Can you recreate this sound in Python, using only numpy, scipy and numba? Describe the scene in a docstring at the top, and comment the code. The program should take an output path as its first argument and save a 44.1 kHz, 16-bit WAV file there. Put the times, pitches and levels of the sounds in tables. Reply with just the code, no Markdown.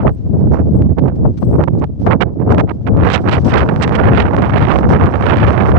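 """Gusty harbour wind blows across the two microphone ports of a hand-held phone while its owner walks.
From the start, eddies rumble at both ports (noise under a moving low-pass) beneath gusts and short buffets;
shoe scuffs and a thin sizzle (noise bursts) come and go over the hiss of the open air (shaped noise).
Vortices soon snap too (filtered pulses). After 3 s the right port turns into the wind: faster air roars
higher, and it tears and crackles. A fast limiter holds the peaks throughout."""
import sys
import numpy as np
from scipy import signal
from scipy.fft import rfft, irfft, next_fast_len
from scipy.io import wavfile
from scipy.ndimage import uniform_filter1d, minimum_filter1d
from numba import njit

SR = 44100
rng = np.random.default_rng(int(sys.argv[2]) if len(sys.argv) > 2 else 0)


def wav_record(signal):
    """Record a signal, one row per channel, as 16-bit PCM in the file named by sys.argv[1]."""
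    frames = np.transpose(np.atleast_2d(signal))
    bounded = np.clip(frames, -1, 1)
    # unit amplitude maps onto the largest positive 16-bit level
    quanta = np.round(bounded * 32767).astype(np.int16)
    wavfile.write(sys.argv[1], SR, quanta)


N = 254898
TIME = np.arange(N) / SR   # s

# Hiss of the open air, before its gain and the colour of the ports: [t/s, level/dB]
AIR_LEVEL = [(0, -79), (.7, -76), (.9, -85), (1.5, -75.5), (1.9, -82), (2.35, -84), (2.9, -78), (3.15, -71),
             (3.6, -68.5), (4.15, -72), (5.78, -70)]
# Shoe scuffs on the road, before their gain and the colour of the ports: [t/s, length/s, level/dB]
SHOE_SCUFFS = [(.52, 0.046, -55), (1.157, .007, -56), (1.374, .014, -49.5), (1.413, 0.033, -55.5),
               (1.788, 0.011, -50.5), (1.995, 0.11, -58), (2.514, .012, -40), (3.05, 0.028, -48),
               (3.305, 0.12, -53), (3.449, .06, -41.5), (4.714, 0.099, -51), (4.889, 0.049, -43.5),
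               (5.2, 0.11, -52.5), (5.465, 0.071, -50), (5.64, 0.069, -50)]
# Colour of outside sound through each port: [f/Hz, level/dB per Hz]
OUTSIDE_COLOUR_LEFT = [(200, -21.5), (1000, -19.5), (2000, -27.5), (4000, -30.5), (6100, -30.5),
                       (7000, -44), (8200, -42), (10500, -64), (15000, -52.5)]
OUTSIDE_COLOUR_RIGHT = [(200, -26.5), (1000, -25), (2000, -34), (4000, -38.5), (6000, -41), (7000, -49),
                        (8000, -37), (9000, -48.5), (10000, -62), (15000, -64)]
# Thin, very high sizzle, before its gain and colour: [t/s, length/s, level/dB]
SIZZLE_BURSTS = [(.11, .03, -78), (.75, .03, -72), (1.39, .18, -71.5), (3.46, .039, -73), (4.77, .045, -79),
                 (5.22, .054, -80)]
# Colour of the sizzle: [f/Hz, level/dB per Hz]
SIZZLE_SPECTRUM = [(5000, -63.5), (7000, -47), (8100, -22.5), (9300, -36.5), (11000, -50.5), (13000, -43.5),
                   (14000, -35.5), (15200, -26.5), (16000, -41.5)]

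# Loudest vortices snapping at a port, before the port's snap gain: [t/s, port, peak level/dB]
LOUD_SNAPS = [(.822, "L", -15), (0.986, "R", -9), (1.842, "R", -8), (2.066, "L", -7), (2.231, "R", -5),
              (2.547, "R", -6.5), (2.583, "R", -1), (2.601, "R", -3), (2.609, "R", -1), (2.875, "R", -8),
              (3.102, "R", 4), (3.295, "R", 2), (3.762, "R", -4.5), (3.878, "R", 1), (3.894, "R", -6),
              (4.366, "R", -1), (4.387, "R", -5.5), (4.422, "R", -1), (4.788, "R", 3), (5.066, "R", -10)]
# Lesser snaps come at random: their rate in the fastest air, and the eddy corner that gives half of it
MAX_SNAPS_PER_S, HALF_RATE_CORNER_HZ = 24, 900
# Their level over the wind's pressure, before the port's snap gain, and its scatter
SNAP_OVER_FLOW_DB, SNAP_SPREAD_DB = -2.5, 5

# Eddy pressure through each port, before flow level and roll-off: [f/Hz, level/dB per Hz]
EDDY_SPECTRUM_LEFT = [(20, -35), (45, -33), (63, -22.5), (88, -21.5), (140, -25.5), (300, -29.5),
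                      (700, -28.5), (1500, -36.5), (4000, -47.5), (8000, -37), (12000, -47.5)]
EDDY_SPECTRUM_RIGHT = [(20, -36.5), (45, -28), (63, -20), (88, -22), (140, -24), (300, -29), (1000, -32),
                       (2900, -35.5), (4500, -40.5), (6900, -45), (8000, -37.5), (10000, -62),
                       (16000, -64.5)]
# Steady wind under the gusts; the right port turns into it after 3 s:
# [t/s, left pressure level/dB, left eddy corner f/Hz, right pressure level/dB, right eddy corner f/Hz]
STEADY_WIND = [(0.0, -16.5, 190.0, -24, 336), (0.71, -16, 250.0, -17.5, 269),
               (1.4, -19.8, 280.0, -16.5, 262), (1.98, -16.5, 250.0, -22, 291),
               (2.26, -20, 370.0, -16.5, 331.6), (2.81, -18, 280.0, -20, 388),
               (3.11, -21.5, 250.0, -17, 547), (3.44, -11.5, 220.0, -14.5, 302),
               (3.7, -12.5, 360.0, -12.5, 873), (4.09, -11.5, 240.0, -13, 1180),
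               (4.31, -9, 300.0, -11, 866), (4.64, -7, 240.0, -11, 1745), (4.89, -15, 200.0, -7, 690),
               (4.91, -13, 230.0, -6, 1330.0), (5.2, -12.5, 210.0, -12.5, 1004),
               (5.24, -7.5, 190.0, -11, 1600), (5.78, -6, 150.0, -10, 1030)]
# Gusts over both ports, added to the steady wind: [middle t/s, length/s, left level/dB, right level/dB]
WIND_GUSTS = [(0.042, 0.17, 7.5, 13), (0.434, 0.37, 8, 11), (0.756, 0.21, 12, 11),
              (0.913, 0.035, 1.5, 11.5), (1.047, 0.14, 7, 11.5), (1.236, 0.15, 12, 11),
              (1.53, 0.2, 12.5, 9), (1.777, 0.16, 7, 13), (2.075, 0.16, 0, 12), (2.45, 0.05, -3, 3),
              (2.55, 0.21, 16, 3), (2.977, 0.23, 15, 5.5), (3.245, 0.12, 8, 1), (3.5, 0.33, 6, -3.5),
              (3.801, 0.018, 8.5, 2.5), (4.09, 0.2, 6.5, 4), (4.584, 0.087, 2.5, 2),
              (4.879, 0.15, 11.5, -4.5), (5.044, 0.073, 9.5, 0), (5.415, 0.078, 5.5, 4),
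              (5.75, 0.13, 3.5, 2)]
# Buffets, where the flow tears loose at one port:
# [middle t/s, length/s, port, rise of the eddy corner/octaves, extra pressure level/dB]
PORT_BUFFETS = [(.017, .039, "R", 1.28, .5), (0.046, 0.067, "L", 1.34, 3), (0.082, 0.045, "R", 1.35, 6),
                (0.35, 0.03, "L", 0.83, 6), (0.572, .089, "R", 1.26, 3), (0.983, 0.024, "R", 1.35, 1.5),
                (1.092, 0.06, "R", 1.31, -7.5), (1.258, 0.017, "L", 0.48, 9), (1.428, 0.017, "L", 1.2, 7.5),
                (1.542, 0.041, "R", 1.11, 3), (1.597, 0.023, "L", 1.06, 5.5), (1.62, 0.049, "R", 1.7, 8.5),
                (1.681, .01, "R", 1.94, 10.5), (1.834, 0.03, "R", 1.55, 4), (2.071, 0.022, "L", 2.45, 10.5),
                (2.079, .017, "R", 1.56, 1), (2.123, 0.068, "L", 1.3, 3.5), (2.123, .051, "R", 1.9, -0.5),
                (2.221, 0.036, "R", 2.76, 8), (2.283, 0.041, "R", 0.84, 2.5), (2.411, 0.034, "R", 0.68, 5),
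                (2.526, 0.085, "R", 1.72, 5), (2.597, 0.038, "R", 2.0, 8), (2.697, 0.045, "R", 2.1, -6.5),
                (2.876, 0.026, "R", 1.8, 4), (3.056, 0.15, "R", 1.47, 0.5), (3.154, 0.088, "R", 2.16, 2),
                (3.328, 0.12, "R", 2.78, 5), (3.474, 0.031, "L", 1.3, 0.5), (3.536, 0.18, "R", 2.18, 5),
                (3.691, .013, "R", 1.03, 8), (3.832, 0.034, "R", 2.32, 2.5), (3.954, 0.02, "R", 1.25, 0.5),
                (4.201, 0.12, "R", 0.76, -1)]
GUST_OCTAVES_PER_DB = 0.0244   # a stronger gust is also brighter
SURGE_STEEPNESS = 3.1   # shape of gusts and buffets: 2 is a bell, more is a plateau


def from_db(db):
    """Decibel law: amplitude is ten to the power of level over 20."""
    return 10 ** (np.asarray(db) / 20)


def in_time(rows):
    """Linear interpolation: each column of a curve is joined by straight lines in time."""
    times, *columns = np.transpose(rows)
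    return [np.interp(TIME, times, column) for column in columns]


def drift(rate_hz):
    """Random modulation: noise smoothed by two equal poles at the given rate, scaled to unit spread."""
    pole = np.exp(-2 * np.pi * rate_hz / SR)
    white = rng.standard_normal(N + SR)
    slow = signal.lfilter([1], [1, -2 * pole, pole * pole], white)[SR:]   # the first second settles
    return slow / slow.std()


def noise(spectrum):
    """Spectral shaping: white noise is weighted to a given density per Hz."""
    size = next_fast_len(N)
    hz, level_db = np.transpose(spectrum)
    bins_hz = np.maximum(np.fft.rfftfreq(size, 1 / SR), 1)
    gain = from_db(np.interp(np.log(bins_hz), np.log(hz), level_db))
    shaped = irfft(rfft(rng.standard_normal(size)) * gain, size)[:N]
    return shaped * np.sqrt(SR / 2)   # white noise spreads its power over SR / 2


def strokes(rows, attack_s, release_s, grit_db):
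    """Friction: a rubbing contact rises quickly, slides with a grainy level, then dies exponentially."""
    level = np.zeros(N)
    for start_s, length_s, stroke_db in rows:
        rise = np.clip((TIME - start_s) / attack_s + 1, 0, 1)
        fall = np.exp(-np.clip((TIME - start_s - length_s) / release_s, 0, 20))
        level += from_db(stroke_db) * rise * fall
    return level * from_db(grit_db * drift(150))


@njit
def two_pole(x, g, damping):
    """State-variable low-pass: two integrators in a loop, whose corner moves with every sample."""
    out, band, low = np.empty_like(x), 0., 0.
    for i in range(len(x)):
        v = (band + g[i] * (x[i] - low)) / (1 + g[i] * (g[i] + damping))
        out[i] = low + g[i] * v
        band, low = 2 * v - band, 2 * out[i] - low
    return out


def roll_off(x, corner_hz, damping):
    """Second-order decay of the spectrum above a moving corner."""
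    return two_pole(x, np.tan(np.pi * np.minimum(corner_hz / SR, .4)), damping)


def outside(air_gain_db, scuff_gain_db, sizzle_gain_db):
    """Superposition of powers: open air and footsteps share each port's noise; a thin sizzle adds to it."""
    air = from_db(in_time(AIR_LEVEL)[0] + air_gain_db + 1.9 * drift(25))
    steps = from_db(scuff_gain_db) * strokes(SHOE_SCUFFS, attack_s=0.0045, release_s=0.0031, grit_db=2.5)
    sizzle = from_db(sizzle_gain_db) * strokes(SIZZLE_BURSTS, attack_s=.015, release_s=0.017, grit_db=5.0)
    port_noise = np.array([noise(OUTSIDE_COLOUR_LEFT), noise(OUTSIDE_COLOUR_RIGHT)])
    sizzle_noise = np.array([from_db(-5.5) * noise(SIZZLE_SPECTRUM), noise(SIZZLE_SPECTRUM)])
    return np.hypot(air, steps) * port_noise + sizzle * sizzle_noise


def vortices(port, pressure_db, corner_hz):
    """Vortex shedding: a pulse for each loud vortex, and a random scatter that thickens in fast air."""
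    shedding = 1 / (1 + (HALF_RATE_CORNER_HZ / corner_hz) ** 6)
    born = rng.random(N) < MAX_SNAPS_PER_S * shedding / SR
    scatter_db = SNAP_SPREAD_DB * rng.standard_normal(N)
    pulses = born * from_db(pressure_db + SNAP_OVER_FLOW_DB + scatter_db)
    for snap_s, where, peak_db in LOUD_SNAPS:
        if where == port:
            pulses[round(snap_s * SR)] = from_db(peak_db)
    return pulses


def snaps(pulses, edge_hz, relax_hz, port_hz, port_q, port_db, gain_db):
    """Impulse response: a vortex pulls the pressure down, it leaks back, and the port's cavity rings."""
    shape = signal.lfilter(*signal.butter(1, relax_hz, fs=SR), signal.unit_impulse(512))
    shape = signal.lfilter(*signal.butter(2, edge_hz, fs=SR), shape)   # rounds the edge
    shape = signal.lfilter(*signal.butter(1, relax_hz / 2, "high", fs=SR), shape)
    ringing = signal.lfilter(*signal.iirpeak(port_hz, port_q, fs=SR), shape)
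    shape = shape + from_db(port_db) * ringing
    return -from_db(gain_db) * signal.oaconvolve(pulses, shape / abs(shape).max())[:N]


def surge(middle_s, length_s):
    """Transient envelope: a smooth swell to 1 and back, above one half for its length."""
    distance = np.minimum(abs(2 * (TIME - middle_s) / length_s), 4)
    return 2 ** -(distance ** SURGE_STEEPNESS)


def airflow(port):
    """Mean flow plus fluctuation: gusts and buffets add to a port's pressure (dB) and eddy corner (Hz)."""
    left_db, left_hz, right_db, right_hz = in_time(STEADY_WIND)
    pressure_db, corner_hz = (left_db, left_hz) if port == "L" else (right_db, right_hz)
    gust_db = np.zeros(N)
    for middle_s, length_s, gust_left_db, gust_right_db in WIND_GUSTS:
        gust_db += (gust_left_db if port == "L" else gust_right_db) * surge(middle_s, length_s)
    octaves = GUST_OCTAVES_PER_DB * gust_db
    for middle_s, length_s, where, rise_octaves, extra_db in PORT_BUFFETS:
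        if where == port:
            shape = surge(middle_s, length_s)
            octaves += rise_octaves * shape
            gust_db += extra_db * shape
    return pressure_db + gust_db, corner_hz * 2 ** octaves


def wind(pressure_db, corner_hz, eddies, flutter_octaves, flutter_hz, tear_octaves, tear_hz, lump_db):
    """Turbulence: the air speed sets how small an eddy still presses on the membrane."""
    unrest = corner_hz / (corner_hz + 300)   # slow air rolls smoothly, fast air flaps and tears
    octaves = unrest * (flutter_octaves * drift(flutter_hz) + tear_octaves * drift(tear_hz))
    corner_hz = corner_hz * 2 ** np.tanh(octaves)   # the corner strays by less than an octave
    pressure = noise(eddies)
    swell = np.sqrt(uniform_filter1d(pressure ** 2, size=2200))   # 50 ms
    pressure *= pressure.std() / swell   # the flow, not chance, sets the strength of the rumble
    pressure = pressure * from_db(pressure_db + lump_db * drift(24.5))
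    pressure = roll_off(pressure, 1.063 * corner_hz, damping=1.215)   # the smallest eddies die out
    return roll_off(pressure, 1.274 * corner_hz, damping=2.317)


def scene():
    """Superposition: each port's own turbulence and snaps add to the outside sound."""
    left_air, right_air = airflow("L"), airflow("R")
    # the air flaps slowly (flutter) and tears fast; lumps are swings of its level
    left = wind(*left_air, EDDY_SPECTRUM_LEFT, flutter_octaves=0.54, flutter_hz=35,
                tear_octaves=0.42, tear_hz=240, lump_db=2.0)
    right = wind(*right_air, EDDY_SPECTRUM_RIGHT, flutter_octaves=.24, flutter_hz=60,
                 tear_octaves=0.62, tear_hz=200, lump_db=4.0)
    left += snaps(vortices("L", *left_air), edge_hz=1800, relax_hz=593,
                  port_hz=6000, port_q=3, port_db=-6.5, gain_db=3.0)
    right += snaps(vortices("R", *right_air), edge_hz=2050, relax_hz=800,
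                   port_hz=7950, port_q=6, port_db=-5.5, gain_db=0.5)
    return np.array([left, right]) + outside(air_gain_db=7.0, scuff_gain_db=-6.0, sizzle_gain_db=2.0)


def record(dry):
    """Band and peak limiting: a low cut, a fast limiter on each channel, clipping, and a cut top."""
    low_cut = signal.butter(4, 64, "high", fs=SR, output="sos")   # Hz
    x = signal.sosfilt(low_cut, dry)
    ceiling, size = 1.01, 120   # full scale = 1; samples
    gain = minimum_filter1d(ceiling / np.maximum(abs(x), ceiling), size)
    gain = uniform_filter1d(gain, size)
    clipped = np.clip(x * gain, -1, 1)   # what still overshoots
    top_cut = signal.cheby2(12, 60, 16748, fs=SR, output="sos")   # 60 dB down from 16748 Hz up
    return signal.sosfilt(top_cut, clipped)


dry = scene()
out = record(dry)
wav_record(out)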